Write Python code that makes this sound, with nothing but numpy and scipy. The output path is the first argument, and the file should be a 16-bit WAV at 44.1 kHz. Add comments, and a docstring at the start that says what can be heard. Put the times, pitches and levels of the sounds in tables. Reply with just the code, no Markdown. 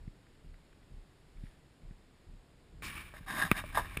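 """A snowy glove rubbing over a small body-worn camera, right at the microphone, in still winter woods.
At first there is only faint hiss, a little clothing and soft, regular thuds, probably the wearer's pulse.
Then the glove brushes and drags over the housing with a crunchy stick-slip grain,
knocks against the case close to the microphone, and catches once in a short creak."""
import sys
import numpy as np
from scipy import signal
from scipy.fft import rfft, irfft
from scipy.io import wavfile
from scipy.ndimage import uniform_filter1d

SR = 44100
rng = np.random.default_rng(int(sys.argv[2]) if len(sys.argv) > 2 else 0)


def dump_mix(stems):
    """Bounce the given channels to the path in sys.argv[1] as a 16-bit WAV at rate SR."""
    frames = np.atleast_2d(stems).T  # one column per channel
    limited = np.clip(frames, -1, 1)  # hard clip at full scale
    pcm = np.round(limited * 32767).astype(np.int16)
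    wavfile.write(sys.argv[1], SR, pcm)


N = 176400

# spectrum of the hiss: frequency_hz, relative_db
HISS_SPECTRUM = [(12, -27), (20, 3.5), (77, -4.5), (113, -6.5), (134, -4), (216, -10.5), (285, -9),
                 (590, -17.5), (1400, -24), (1710, -24), (4940, -30.5), (6010, -37.5), (7110, -32.5),
                 (13900, -44), (16000, -86)]
# beats felt through the camera: start_s, thud_db, flutter_db
PULSE_BEATS = [(-0.025, -47.5, -54), (0.435, -47, -55), (0.903, -46.5, -54.5), (1.347, -42.5, -59.5),
               (1.813, -46, -55), (2.26, -47.5, -56), (2.72, -51.5, -55.5), (3.18, -49, -59),
               (3.628, -44, -55)]
# knocks on the case: start_s, click_db, thud_db
CASE_KNOCKS = [(2.8233, -48, -35), (2.852, -47, -44), (3.515, -12, -8.5), (3.5158, -19, -16),
               (3.5182, -23, -20), (3.5245, -36, -38), (3.971, -28.5, -27), (3.9732, -20.5, -45)]

# short events close to the microphone: start_s, level_db
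FABRIC_CRACKLES = [(0.077, -63), (0.266, -65.5), (0.353, -67), (0.541, -65), (0.728, -67), (0.828, -64),
                   (1.372, -64), (1.44, -65), (1.455, -66), (1.466, -63.5), (1.908, -65.5)]
MOUNT_BUMPS = [(0.076, -31.5), (1.436, -32.5), (1.908, -37.5), (3.208, -38.5), (3.5165, -21), (3.971, -27),
               (3.985, -45)]  # level before cushioning
FINGER_TAPS = [(3.139, -39.5), (3.640, -31)]
GLOVE_SNAGS = [(3.3915, -39), (3.4165, -23.5), (3.4225, -23), (3.4348, -25), (3.7465, -36), (3.7592, -39),
               (3.7715, -29)]
CREAK_SLIPS = [(3.7525, -33), (3.7738, -16), (3.7772, -30), (3.7805, -20), (3.7855, -41), (3.789, -28),
               (3.793, -25), (3.8, -51), (3.807, -35)]

# how the rubbing and shaking swell and fade: time_s, level_db
RUSTLE_LEVELS = [(0, -81), (0.3, -79), (0.55, -82), (0.7, -80.5), (1.25, -79.5), (1.38, -77), (1.47, -69),
                 (1.62, -82.5), (2.7, -83)]
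RUMBLE_LEVELS = [(2.72, -74), (2.83, -47.5), (3.02, -52), (3.1, -56), (3.28, -59), (3.45, -52), (3.56, -46),
                 (3.7, -49.5), (3.77, -42), (3.85, -43.5), (3.93, -50), (4.0, -39)]
BRUSH_LEVELS = [
    [(2.820, -70), (2.823, -45.5), (2.83, -45.5), (2.876, -43), (2.91, -47), (2.94, -48.5), (2.976, -44),
     (2.995, -48), (3.017, -47), (3.03, -53.5), (3.085, -56), (3.12, -62.5), (3.26, -66.5)],
    [(3.49, -54.5), (3.525, -40), (3.548, -64), (3.568, -40.5), (3.585, -40.5), (3.602, -44.5),
     (3.615, -59), (3.65, -53.5), (3.668, -50.5), (3.72, -56.5), (3.83, -57), (3.89, -54), (3.95, -55.5),
     (4.0, -52)],
]  # one list per stroke
RASP_LEVELS = [(2.8205, -75), (2.823, -62), (2.838, -54.5), (2.855, -51), (2.88, -56), (2.9, -69),
               (3.0, -73)]
DRAG_LEVELS = [
    [(3.135, -64), (3.142, -56), (3.16, -54), (3.184, -50.5), (3.205, -66), (3.25, -64)],
    [(3.262, -53), (3.273, -48.5), (3.29, -42), (3.31, -39.5), (3.33, -39.5), (3.35, -40), (3.398, -33.5),
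     (3.413, -35), (3.418, -32.5), (3.436, -35), (3.445, -38), (3.47, -40), (3.494, -51.5), (3.51, -61),
     (3.545, -48.5), (3.585, -40), (3.625, -52)],
    [(3.725, -52), (3.742, -50), (3.751, -32.5), (3.768, -40.5), (3.778, -32.5), (3.79, -37),
     (3.805, -39.5), (3.826, -50), (3.856, -48), (3.88, -57.5), (3.96, -54)],
]  # one list per stroke
SHUDDER_LEVELS = [(3.27, -62), (3.3, -56.5), (3.35, -51.5), (3.39, -46), (3.45, -43), (3.49, -61),
                  (3.53, -65)]

# resonances of the clothing: pitch_hz, width_hz, relative_db
RUSTLE_MODES = [(1840, 1100, 2), (3540, 810, -1.5), (5100, 2500, -8.5), (9640, 2200, -7.5),
                (14000, 1200, -15)]
CRACKLE_MODES = [(1750, 690, 3.5), (2260, 320, -1), (3170, 730, -12.5)]
# low resonances of the camera on its mount: pitch_hz, width_hz, relative_db
FLUTTER_MODES = [(69, 30, 4.5), (140, 77, -4.5)]
BUMP_MODES = [(44, 66, 1.6), (99, 86, 1.9), (174, 125, -0.54)]
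RUMBLE_MODES = [(42.3, 45, 8.5), (85, 120, -5.5)]
SHUDDER_MODES = [(152, 83, 0.37), (229, 103, -2.4)]
# resonances of the housing under each kind of touch: pitch_hz, width_hz, relative_db
BRUSH_MODES = [(170, 196, -3.5), (850, 72, -7.5), (1153, 260, -0.5), (1450, 320, -8.5), (1756, 420, -2),
               (2320, 236, 2.5), (2720, 870, -6), (3660, 410, -12), (5040, 3700, -21.5), (8400, 1600, -19),
               (9650, 630, -10.5), (10500, 530, -24), (14270, 1100, -14.5)]
RASP_MODES = [(4040, 1400, 0), (5360, 2200, -0.47), (7100, 1800, -2.4)]
CLICK_MODES = [(1630, 370, -6.5), (2450, 410, 4.5), (2670, 270, -2.5), (3520, 250, -8), (6460, 3000, -23),
               (9440, 860, -8.5), (11000, 260, -14.5), (14350, 1400, -11.5)]
THUD_MODES = [(184, 157, -1), (410, 460, -6.5), (1198, 210, -6), (1570, 250, -8.5), (1930, 180, -4),
              (2150, 190, -13)]
DRAG_MODES = [(157, 110, -7), (262, 150, -15.5), (524, 130, -20), (635, 48, -6.5), (785, 100, -6),
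              (1026, 166, -6.5), (1165, 230, -5), (1622, 173, 0), (1798, 180, -3), (2094, 200, -9.5),
              (2690, 1000, -17.5), (3710, 330, -13), (5080, 910, -22.5), (6750, 940, -26)]
SIZZLE_MODES = [(8260, 260, 1.5), (9200, 1000, -7), (10440, 530, 4), (13250, 440, 3), (14600, 700, -14)]  # its thin upper ring
TAP_MODES = [(200, 330, -2), (606, 93, 7), (1040, 400, -3.5), (1680, 310, -7)]
SQUEAK_MODES = [(1622, 75, 0), (1757, 60, -7), (1830, 60, -10), (3750, 160, -19), (10380, 200, -21)]
CREAK_MODES = [(447, 96, -12), (566, 48, -11), (671, 48, 2), (857, 30, 1.5), (953, 55, 0.5),
               (1015, 45, 3.5), (1133, 160, -2.5), (1626, 110, -13), (2940, 1600, -41)]

# narrow dips in the microphone's response: centre_hz, width_hz
MIC_DIPS = [(6020, 670), (12000, 670)]


def undb(db):
    """Decibels to gain."""
    return 10 ** (np.asarray(db) / 20)


def unit(x):
    """Scale to rms 1."""
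    return x / np.sqrt(np.mean(x ** 2))


def curve(points):
    """Gain along (time_s, level_db) points, silent outside them."""
    time_s, level_db = np.array(points).T
    return undb(np.interp(np.arange(N) / SR, time_s, level_db, left=-140, right=-140))


def swell(start_s, attack_s, hold_s, release_s):
    """Attack, hold and release envelope."""
    corners_s = start_s + np.cumsum([0, attack_s, hold_s, release_s])
    return np.interp(np.arange(N) / SR, corners_s, [0, 1, 1, 0])


def wander(rate_hz):
    """Smooth random wander with spread 1."""
    step = max(int(SR / rate_hz), 2)
    return unit(uniform_filter1d(rng.standard_normal(N)[np.arange(N) // step], step))


def ring(modes, size=8192, steepness=1.72):
    """Impulse response, peak 1, of a body with these resonances."""
    hz = np.maximum(np.arange(size // 2 + 1) * SR / size, 1)
    power = sum(undb(db) ** 2 / (1 + ((hz - pitch_hz ** 2 / hz) / width_hz) ** 2) ** steepness
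                for pitch_hz, width_hz, db in modes)
    cepstrum = irfft(np.log(power + 1e-12) / 2)
    cepstrum[1:size // 2] *= 2  # fold to minimum phase, so the ring follows the blow
    cepstrum[size // 2 + 1:] = 0
    response = irfft(np.exp(rfft(cepstrum)))
    return response / np.abs(response).max()


def excite(force, modes):
    """Pass a force through a body."""
    return signal.fftconvolve(force, ring(modes))[:N]


def strike(blows, modes):
    """One sharp push on a body for each (start_s, level_db) row."""
    force = np.zeros(N)
    for start_s, level_db in blows:
        force[int(np.clip(start_s * SR, 0, N - 1))] += undb(level_db)
    return excite(force, modes)


def friction(slips_per_s=2200, spread_db=2, fibre_gain=0.64, judder_hz=170, judder_db=0.8):
    """Dense little slips of uneven size over a smooth hiss of fibres, coming in judders."""
    slips = (rng.random(N) < slips_per_s / SR) * rng.choice([-1, 1], N)
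    sizes = undb(spread_db * np.minimum(rng.exponential(size=N), 5))
    fibres = fibre_gain * rng.standard_normal(N)
    return (unit(slips * sizes) + fibres) * undb(judder_db * wander(judder_hz))


def rub(modes):
    """A body sounded by steady friction, at rms 1."""
    return unit(excite(friction(), modes))


def hiss(level_db=-61.5):
    """A steady, dark hiss lies under everything."""
    points_hz, points_db = np.array(HISS_SPECTRUM).T
    hz = np.maximum(np.arange(N // 2 + 1) * SR / N, 1)
    colour = undb(np.interp(np.log(hz), np.log(points_hz), points_db))
    return undb(level_db) * unit(irfft(rfft(rng.standard_normal(N)) * colour, N))


def pulse(pitch_hz=32.9):
    """Each beat rocks the camera for a few slow cycles, with a low flutter on top."""
    t, beats = np.arange(N) / SR, np.zeros(N)
    flutter = unit(excite(rng.standard_normal(N), FLUTTER_MODES))
    for start_s, thud_db, flutter_db in PULSE_BEATS:
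        rocking = np.sin(2 * np.pi * pitch_hz * (t - start_s))
        beats += undb(thud_db) * rocking * swell(start_s, 0.034, 0.06, 0.077)
        beats += undb(flutter_db) * flutter * swell(start_s, 0.011, 0.035, 0.11)
    return beats


def clothing():
    """Cold fabric near the microphone rustles faintly and crackles now and then."""
    crackles = sum(undb(db) * swell(start_s, 0.0009, 0.0017, 0.0054) for start_s, db in FABRIC_CRACKLES)
    return rub(RUSTLE_MODES) * curve(RUSTLE_LEVELS) + rub(CRACKLE_MODES) * crackles


def mount_bumps(cutoff_hz=286):
    """Cushioned bumps of the mount: only the low end reaches the microphone."""
    cushion = signal.butter(2, cutoff_hz, fs=SR, output="sos")
    return signal.sosfilt(np.vstack([cushion, cushion]), strike(MOUNT_BUMPS, BUMP_MODES))


def handling_rumble():
    """The hand shakes the whole camera."""
    return unit(excite(rng.standard_normal(N), RUMBLE_MODES)) * curve(RUMBLE_LEVELS)


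def glove_brush():
    """Light strokes sound the housing brightly, with an icy rasp as the glove first lands."""
    strokes = sum(curve(stroke) for stroke in BRUSH_LEVELS)
    return rub(BRUSH_MODES) * strokes + rub(RASP_MODES) * curve(RASP_LEVELS)


def case_knocks():
    """Hard knocks right beside the microphone, each a click with a thud beneath."""
    clicks = strike([(start_s, db) for start_s, db, _ in CASE_KNOCKS], CLICK_MODES)
    thuds = strike([(start_s, db) for start_s, _, db in CASE_KNOCKS], THUD_MODES)
    return clicks + thuds


def glove_drag(sizzle_db=-12.5):
    """Firm strokes ring the housing lower; the same friction stirs a thin sizzle on top."""
    force = friction()
    crunch = unit(excite(force, DRAG_MODES))
    sizzle = undb(sizzle_db) * unit(excite(force, SIZZLE_MODES))
    return (crunch + sizzle) * sum(curve(stroke) for stroke in DRAG_LEVELS)


def finger_taps():
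    """A fingertip lands dully on the case."""
    return strike(FINGER_TAPS, TAP_MODES)


def mount_shudder():
    """The mount shudders low while the glove presses hardest."""
    return rub(SHUDDER_MODES) * curve(SHUDDER_LEVELS)


def glove_snags():
    """The dragging glove snags on the housing in tiny squeaks."""
    return strike(GLOVE_SNAGS, SQUEAK_MODES)


def glove_creak(sizzle_db=-15):
    """The glove catches, then lets go in a quick run of slips that ring the housing."""
    return strike(CREAK_SLIPS, CREAK_MODES) + undb(sizzle_db) * strike(CREAK_SLIPS, SIZZLE_MODES)


def scene():
    """The quiet bed and the close handling noise, all at the one microphone."""
    bed = hiss() + pulse() + clothing() + mount_bumps()
    first_touch = handling_rumble() + glove_brush() + case_knocks()
    firm_touch = glove_drag() + finger_taps() + mount_shudder() + glove_snags() + glove_creak()
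    return (bed + first_touch + firm_touch)[None]


def record(dry, top_hz=15050):
    """The camera's microphone has two narrow dips, and the top is cut."""
    for centre_hz, width_hz in MIC_DIPS:
        dry = signal.lfilter(*signal.iirnotch(centre_hz, centre_hz / width_hz, fs=SR), dry)
    return signal.sosfilt(signal.ellip(8, .2, 70, top_hz, fs=SR, output="sos"), dry)


dry = scene()
out = record(dry)
dump_mix(out)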